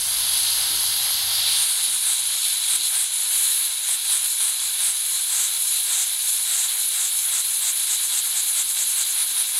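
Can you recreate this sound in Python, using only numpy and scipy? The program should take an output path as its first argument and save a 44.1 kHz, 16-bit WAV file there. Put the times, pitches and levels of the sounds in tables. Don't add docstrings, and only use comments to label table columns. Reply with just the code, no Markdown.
import sys
import numpy as np
from scipy import signal
from scipy.fft import rfft, irfft, next_fast_len
from scipy.io import wavfile
from scipy.ndimage import map_coordinates

SR = 44100
rng = np.random.default_rng(int(sys.argv[2]) if len(sys.argv) > 2 else 0)


def generate_wav(signal):
    frames = np.transpose(np.atleast_2d(signal))
    scaled = np.clip(frames, -1, 1) * 32767
    pcm = np.round(scaled).astype(np.int16)
    wavfile.write(sys.argv[1], SR, pcm)


N = 422919
TIME = np.arange(N) / SR
FREQS = np.maximum(np.fft.rfftfreq(2 ** 15, 1 / SR), 1)
RUNS_FREE_S = 5.1


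def from_db(db):
    return 10 ** (np.asarray(db) / 20)


def rms_one(x):
    return x / np.sqrt(np.mean(x ** 2) + 1e-20)


def in_time(rows):
    s, *columns = np.transpose(rows)
    return [np.interp(TIME, s, column) for column in columns]


def gain_at(points, hz):
    points = np.array(points)
    return from_db(np.interp(np.log(hz), np.log(points[:, 0]), points[:, 1]))


def noise(gain):
    size = next_fast_len(N, True)
    gain = np.interp(np.fft.rfftfreq(size, 1 / SR), FREQS, gain)
    real, imaginary = rng.standard_normal((2, len(gain)))
    return irfft((real + 1j * imaginary) * gain, size)[:N] * np.sqrt(SR * size) / 2


def drift(rate):
    step = 20
    size = N // step + 2
    hz = np.fft.rfftfreq(size, step / SR)
    slow = irfft(rfft(rng.standard_normal(size)) / (1 + (hz / rate) ** 2), size)
    return np.interp(np.arange(N) / step, np.arange(size), rms_one(slow))


def plateau_at(s, length):
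    near = slice(max(int((s - length) * SR), 0), int((s + length) * SR))
    return near, np.exp(-np.abs(2 * (TIME[near] - s) / length) ** 4)


# (time [s], share [0-1])
VALVE_STALL = [(0, 0.96), (1.35, 0.97), (1.6, 0.34), (2.0, 0.04)]


def stalled_share():
    return in_time(VALVE_STALL)[0]


def unrest(stalled_calm=0.35):
    return 1 - stalled_calm * stalled_share()


# (time of the middle [s], length [s], level before a common trim [dB per Hz])
EXHAUST_PUFFS = [(1.64, 0.27, -61), (1.935, .092, -63), (2.093, 0.11, -60), (2.726, 0.079, -59),
                 (2.985, .11, -60), (3.918, 0.074, -61.5), (4.14, 0.075, -59), (4.458, 0.093, -60),
                 (4.858, .11, -60), (5.386, .16, -59.5), (5.969, 0.15, -59.5), (6.579, 0.16, -60),
                 (7.016, 0.13, -60.5), (7.367, 0.091, -60), (7.666, .084, -59.5), (7.923, 0.082, -60.5),
                 (8.162, 0.078, -59.5), (8.381, 0.055, -60), (8.593, .062, -59.5), (8.802, .068, -60),
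                 (9.002, 0.061, -60), (9.2, 0.083, -60.5), (9.393, 0.067, -59.5), (9.59, 0.081, -60)]


def crank_turns():
    return np.interp(TIME, [puff[0] for puff in EXHAUST_PUFFS], np.arange(len(EXHAUST_PUFFS)))


def around_puffs(overlap):
    out = np.zeros(N)
    for s, length, _ in EXHAUST_PUFFS:
        near, hump = plateau_at(s, length * overlap)
        out[near] += hump
    return np.minimum(out, 1)


# (frequency [Hz], relative level [dB])
WIND_RUMBLE = [(15, -20), (26, 0.5), (36, 1.5), (52, -1.5), (75, -4), (130, -7.5), (180, -12), (400, -20.5),
               (800, -25)]
# (frequency [Hz], level [dB per Hz])
STILL_AIR = [(20, -100), (90, -94.5), (125, -90), (170, -99.5), (210, -94), (265, -102.5), (330, -90),
             (430, -103), (1500, -110)]
# (time [s], level [dB])
LOW_HUM = [(0, -60), (.6, -56.5), (.9, -56.5), (1.5, -57), (1.7, -65), (2.6, -67.5), (3.1, -75),
           (9.59, -91)]
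HUM_HZ = 108
BREEZE_DB, LULL_DB, BREEZE_SAG_DB_PER_S = -51.5, -69.5, 1.5
BREEZE_ENDS_S, LULL_STARTS_S = 1.5, 1.75


def outdoors(gust_db=0.5, gust_rate=3, wander_hz=6.2, waver_db=2.5, octave_db=-18.5):
    blowing = np.interp(TIME, [BREEZE_ENDS_S, LULL_STARTS_S], [1, 0])
    breeze_db = BREEZE_DB - BREEZE_SAG_DB_PER_S * TIME
    wind_db = blowing * breeze_db + (1 - blowing) * LULL_DB + gust_db * drift(gust_rate)
    rumble = gain_at(WIND_RUMBLE, FREQS) * (FREQS < WIND_RUMBLE[-1][0])
    wind = from_db(wind_db) * rms_one(noise(rumble))
    phase = 2 * np.pi * np.cumsum(HUM_HZ + wander_hz * drift(12.7)) / SR
    tone = np.sqrt(2) * (np.sin(phase) + from_db(octave_db) * np.sin(2 * phase))
    hum = from_db(in_time(LOW_HUM)[0] + waver_db * drift(11)) * tone
    return wind + hum + noise(gain_at(STILL_AIR, FREQS))


# (crank angle [turns], relative level [dB])
KNOCK_ANGLES = [(.23, 0), (.6, -1.5)]
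KNOCK_DB, KNOCK_AT_TURNS_PER_S, KNOCK_DB_PER_DOUBLING = -52.5, 5, 11


def crank_knocks():
    times = [puff[0] for puff in EXHAUST_PUFFS]
    rows = []
    for s, period in zip(times, np.diff(times)):
        if s <= RUNS_FREE_S:
            continue
        speed_db = -KNOCK_DB_PER_DOUBLING * np.log2(period * KNOCK_AT_TURNS_PER_S)
        for angle, db in KNOCK_ANGLES:
            rows.append((s + angle * period, KNOCK_DB + db + speed_db))
    return rows


# (time [s], level before a common trim [dB])
FINGER_SCUFFS = [(.659, -43), (.709, -38), (.744, -42), (.789, -49), (1.88, -44.5), (2.727, -46),
                 (2.794, -48)]
# (frequency [Hz], width [Hz], relative level [dB])
FRAME_RESONANCES = [(126, 42, -10), (207, 25, -6), (326, 45, 2.5), (484, 270, -11)]
KNOCK_DECAY_S = .17


def knocks(trim_db=-1.5, rise_s=.007):
    colour = sum(from_db(db) / (1 + (2 * (FREQS - hz) / width) ** 2) for hz, width, db in FRAME_RESONANCES)
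    force = np.zeros(N)
    for s, db in list(FINGER_SCUFFS) + crank_knocks():
        near = (TIME > s - rise_s) & (TIME < s + KNOCK_DECAY_S)
        age = TIME[near] - s + rise_s
        rise = 1 - np.exp(-age / rise_s)
        fade = np.exp(-np.log(1000) * age / KNOCK_DECAY_S)
        force[near] += from_db(db + trim_db) * rise * fade
    return force * rms_one(noise(colour))


# (delay [s], swing of the delay [s], gain [factor], crank angle [turns])
ROD_REFLECTIONS = [(.00163, 0.000019, -0.085, 0), (.00294, 0.000033, 0.086, 0.42),
                   (.00385, .00002, 0.096, .6)]


def off_the_rods(air):
    turns = crank_turns()
    out = air.copy()
    for delay, swing, gain, angle in ROD_REFLECTIONS:
        lag = delay + swing * np.cos(2 * np.pi * (turns + angle))
        out += gain * np.interp(TIME - lag, TIME, air)
    return out


def sputter(flutter_db=0.37, flutter_rate=220, waver_db=0.52, waver_rate=22):
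    return from_db(unrest() * (flutter_db * drift(flutter_rate) + waver_db * drift(waver_rate)))


# (frequency [Hz], width [Hz], lift [dB])
HOUSING_RESONANCES = [(1010, 620, 0.5), (1610, 380, 4), (2287, 270, 4.5), (3330, 830, 1), (4032, 210, 4),
                      (5350, 98, 9.5), (5950, 270, 4), (6300, 250, 8.5), (6865, 140, 6.5), (7600, 260, 2),
                      (7930, 350, 3), (8360, 330, 6), (8800, 260, 6.5), (9510, 420, 9), (10214, 540, 9),
                      (10700, 210, 7), (11180, 290, 9), (12150, 160, 0), (12450, 219, 7),
                      (13050, 230, 10.5)]


def housing_db(hz):
    return sum(db * np.exp(-(2 * (hz - centre) / width) ** 2) for centre, width, db in HOUSING_RESONANCES)


def small_source(hz, edge_hz=330):
    return 1 / np.sqrt(1 + (edge_hz / hz) ** 6)


# (frequency [Hz], level [dB per Hz])
BLOW_BY_COLOUR = [(400, -98), (900, -84.5), (2500, -74), (3900, -63.5), (6000, -97), (8500, -80),
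                  (10600, -59.5), (12800, -69), (15500, -81)]
BLOW_BY_START_S, BLOW_BY_END_S, BLOW_BY_EDGE_S, BLOW_BY_SAG_DB_PER_S = 3.295, 3.7, 0.024, 3.5


def blow_by(ring=0.64):
    since_start = TIME - BLOW_BY_START_S
    gate = np.clip(np.minimum(since_start, BLOW_BY_END_S - TIME) / BLOW_BY_EDGE_S, 0, 1)
    sag = from_db(-BLOW_BY_SAG_DB_PER_S * np.maximum(since_start, 0))
    colour = gain_at(BLOW_BY_COLOUR, FREQS) * from_db(ring * housing_db(FREQS)) * small_source(FREQS)
    return gate * sag * noise(colour)


# (time of the middle [s], length [s], loss [dB])
CRANK_CATCHES = [(2.22, 0.092, 0.5), (2.797, 0.059, 2), (3.087, 0.063, 2), (3.76, 0.22, 2.5),
                 (4.01, 0.11, 2.5), (4.6, .16, 1.2), (4.984, 0.057, 0)]
PORT_SHUTS = 0.53


def valve_opening(overlap):
    pinch_db = np.zeros(N)
    for s, length, db in CRANK_CATCHES:
        near, hump = plateau_at(s, length)
        pinch_db[near] += db * hump
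    return np.sqrt(1 - PORT_SHUTS * around_puffs(overlap)) * from_db(-pinch_db)


def stroke_swing(throb_angle=-0.027, fitful_share=.35):
    turning = 1 - stalled_share()
    steady = np.interp(TIME, [RUNS_FREE_S - 1, RUNS_FREE_S], [fitful_share, 1])
    return turning * steady * np.cos(2 * np.pi * 2 * (crank_turns() + throb_angle))


def piston_bend(air, creep_per_s=0.01398, stall_middle_s=.7, bend=.011):
    stalled = stalled_share()
    creep_fades = np.interp(TIME, [2 * stall_middle_s, EXHAUST_PUFFS[0][0]], [1, 0])
    creep = creep_per_s * (TIME - stall_middle_s) * creep_fades
    pace = 1 + stalled * creep - bend * (1 - stalled) * np.cos(2 * np.pi * crank_turns())
    return map_coordinates(air, [np.cumsum(pace)], order=3, mode="mirror")


# (frequency [Hz], level [dB per Hz])
RUNNING_COLOUR = [(350, -101), (500, -90.5), (800, -80.5), (1900, -77.5), (2900, -71), (3900, -62),
                  (4900, -72.5), (5750, -78), (7000, -64.5), (9100, -69), (10400, -61), (11900, -68),
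                  (13200, -74), (15500, -86.0)]
# (frequency [Hz], level [dB per Hz])
STALLED_COLOUR = [(400, -88), (750, -72.5), (1500, -72), (2550, -70.5), (3150, -61.5), (4000, -57.5),
                  (4750, -59), (5750, -70.5), (6300, -65.5), (7400, -70), (9300, -64.5), (11350, -57),
                  (12650, -74.5), (15500, -78.2)]
# (time [s], hollow note level [dB], jet hiss level [dB], extra sizzle on top [dB])
SLOW_LEVELS = [(0, -7, -0.5, 0), (.3, -0.5, 1.3, .2), (.9, -0.9, 0, .5), (1.3, -.3, -1, 2),
               (1.58, 7.5, 0, 1), (1.72, 3.2, 1.7, -2), (2.55, 2, -1, -1), (3.2, 0, 0, -3),
               (4.2, -0.3, 0, -0.5), (4.9, -0.7, -2, 0), (5.4, -0.75, 0, 1.5), (8.9, -1.35, -.2, 1.7),
               (9.59, -1.7, -1, 3)]


def leak(rush_edge_hz=2700, hollow_edge_hz=5700, jet_edge_hz=9200, sizzle_edge_hz=12000,
         stalled_ring=0.25, rush_follows=0.45, low_jet_db=-0.07, patchy_db=1.0):
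    hollow_db, jet_db, sizzle_db = in_time(SLOW_LEVELS)
    stalled = stalled_share()

    rush = 1 / (1 + (FREQS / rush_edge_hz) ** 12)
    hollow = 1 / (1 + (FREQS / hollow_edge_hz) ** 12) - rush
    sizzle = 1 / (1 + (sizzle_edge_hz / FREQS) ** 24)
    jet = 1 - rush - hollow - sizzle
    low_jet = jet / (1 + (FREQS / jet_edge_hz) ** 30)
    high_jet = jet - low_jet

    ring_db, radiated = housing_db(FREQS), small_source(FREQS)
    running_colour = gain_at(RUNNING_COLOUR, FREQS) * from_db(ring_db) * radiated
    stalled_colour = gain_at(STALLED_COLOUR, FREQS) * from_db(stalled_ring * ring_db) * radiated
    low_opening, high_opening = valve_opening(1.48), valve_opening(1.57)
    swing = stroke_swing()
    wander_db = patchy_db * unrest()

    # (share of the power, level [dB], throttling, throb with the strokes [dB])
    bands = [(rush, rush_follows * hollow_db, low_opening ** 0.74, 0.5),
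             (hollow, hollow_db, low_opening ** 0.74, -0.4),
             (low_jet, jet_db + low_jet_db, low_opening ** 1.56, 2.3),
             (high_jet, jet_db, high_opening ** 1.4, 0.26),
             (sizzle, jet_db + sizzle_db, high_opening ** 0.8, 0.0)]
    out = 0
    for share, db, opening, throb_db in bands:
        band = np.sqrt(np.maximum(share, 0))
        running_air = np.sqrt(1 - stalled) * noise(band * running_colour)
        stalled_air = np.sqrt(stalled) * noise(band * stalled_colour)
        level = from_db(db + throb_db * swing + wander_db * drift(9.1))
        out = out + level * opening * (running_air + stalled_air)
    return out


# (time [s], centre [Hz], width [Hz])
EXHAUST_JET = [(1.6, 9600, 2200), (2.1, 9150, 2650), (4.9, 9200, 2850), (5.3, 7620, 2060),
               (9.03, 7763, 2110), (9.17, 10040, 2000)]
# (frequency [Hz], level relative to the jet [dB])
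RUSH_AROUND_JET = [(350, -37), (800, -18.5), (2800, -13.0), (3800, -4), (5500, -15.5), (7000, -11),
                   (11500, -6.5), (15500, -27)]


def exhaust(ring=0.46, trim_db=1.0, low_share=0.78, high_share=1.065, low_lag=0.13, high_lag=-0.054):
    size = 2 ** 15
    hz = FREQS
    colour = from_db(ring * housing_db(hz) + trim_db) * small_source(hz) * np.sqrt(SR / 2)
    jet_s, centres_hz, widths_hz = np.transpose(EXHAUST_JET)
    out = np.zeros(N + 2 * size)
    for s, length, db in EXHAUST_PUFFS:
        centre_hz, width_hz = np.interp(s, jet_s, centres_hz), np.interp(s, jet_s, widths_hz)
        jet = 1 / (1 + np.abs(2 * (hz - centre_hz) / width_hz) ** 6)
        low = jet / (1 + (hz / centre_hz) ** 30)
        high = jet - low + gain_at(RUSH_AROUND_JET, hz) ** 2
        start = round(s * SR) + size // 2
        puff_age = (np.arange(size) - size / 2) / (SR * length)
        for power, share, lag in [(low, low_share, low_lag), (high, high_share, high_lag)]:
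            stroke = 2 * (puff_age - lag) / share
            port = 1 / np.sqrt(1 + np.abs(stroke) ** 8)
            white = rng.standard_normal(size)
            hiss = irfft(rfft(white) * colour * np.sqrt(power))
            out[start:start + size] += from_db(db) * port * hiss
    return out[size:size + N]


def scene():
    stream = piston_bend(leak()) + blow_by() + exhaust()
    air = off_the_rods(stream * sputter())
    return np.tile(air + knocks() + outdoors(), (2, 1))


CUTOFF_HZ = 15750


def record(dry):
    low_pass = signal.ellip(12, .1, 80, CUTOFF_HZ, fs=SR, output="sos")
    return signal.sosfilt(low_pass, dry)


dry = scene()
out = record(dry)
generate_wav(out)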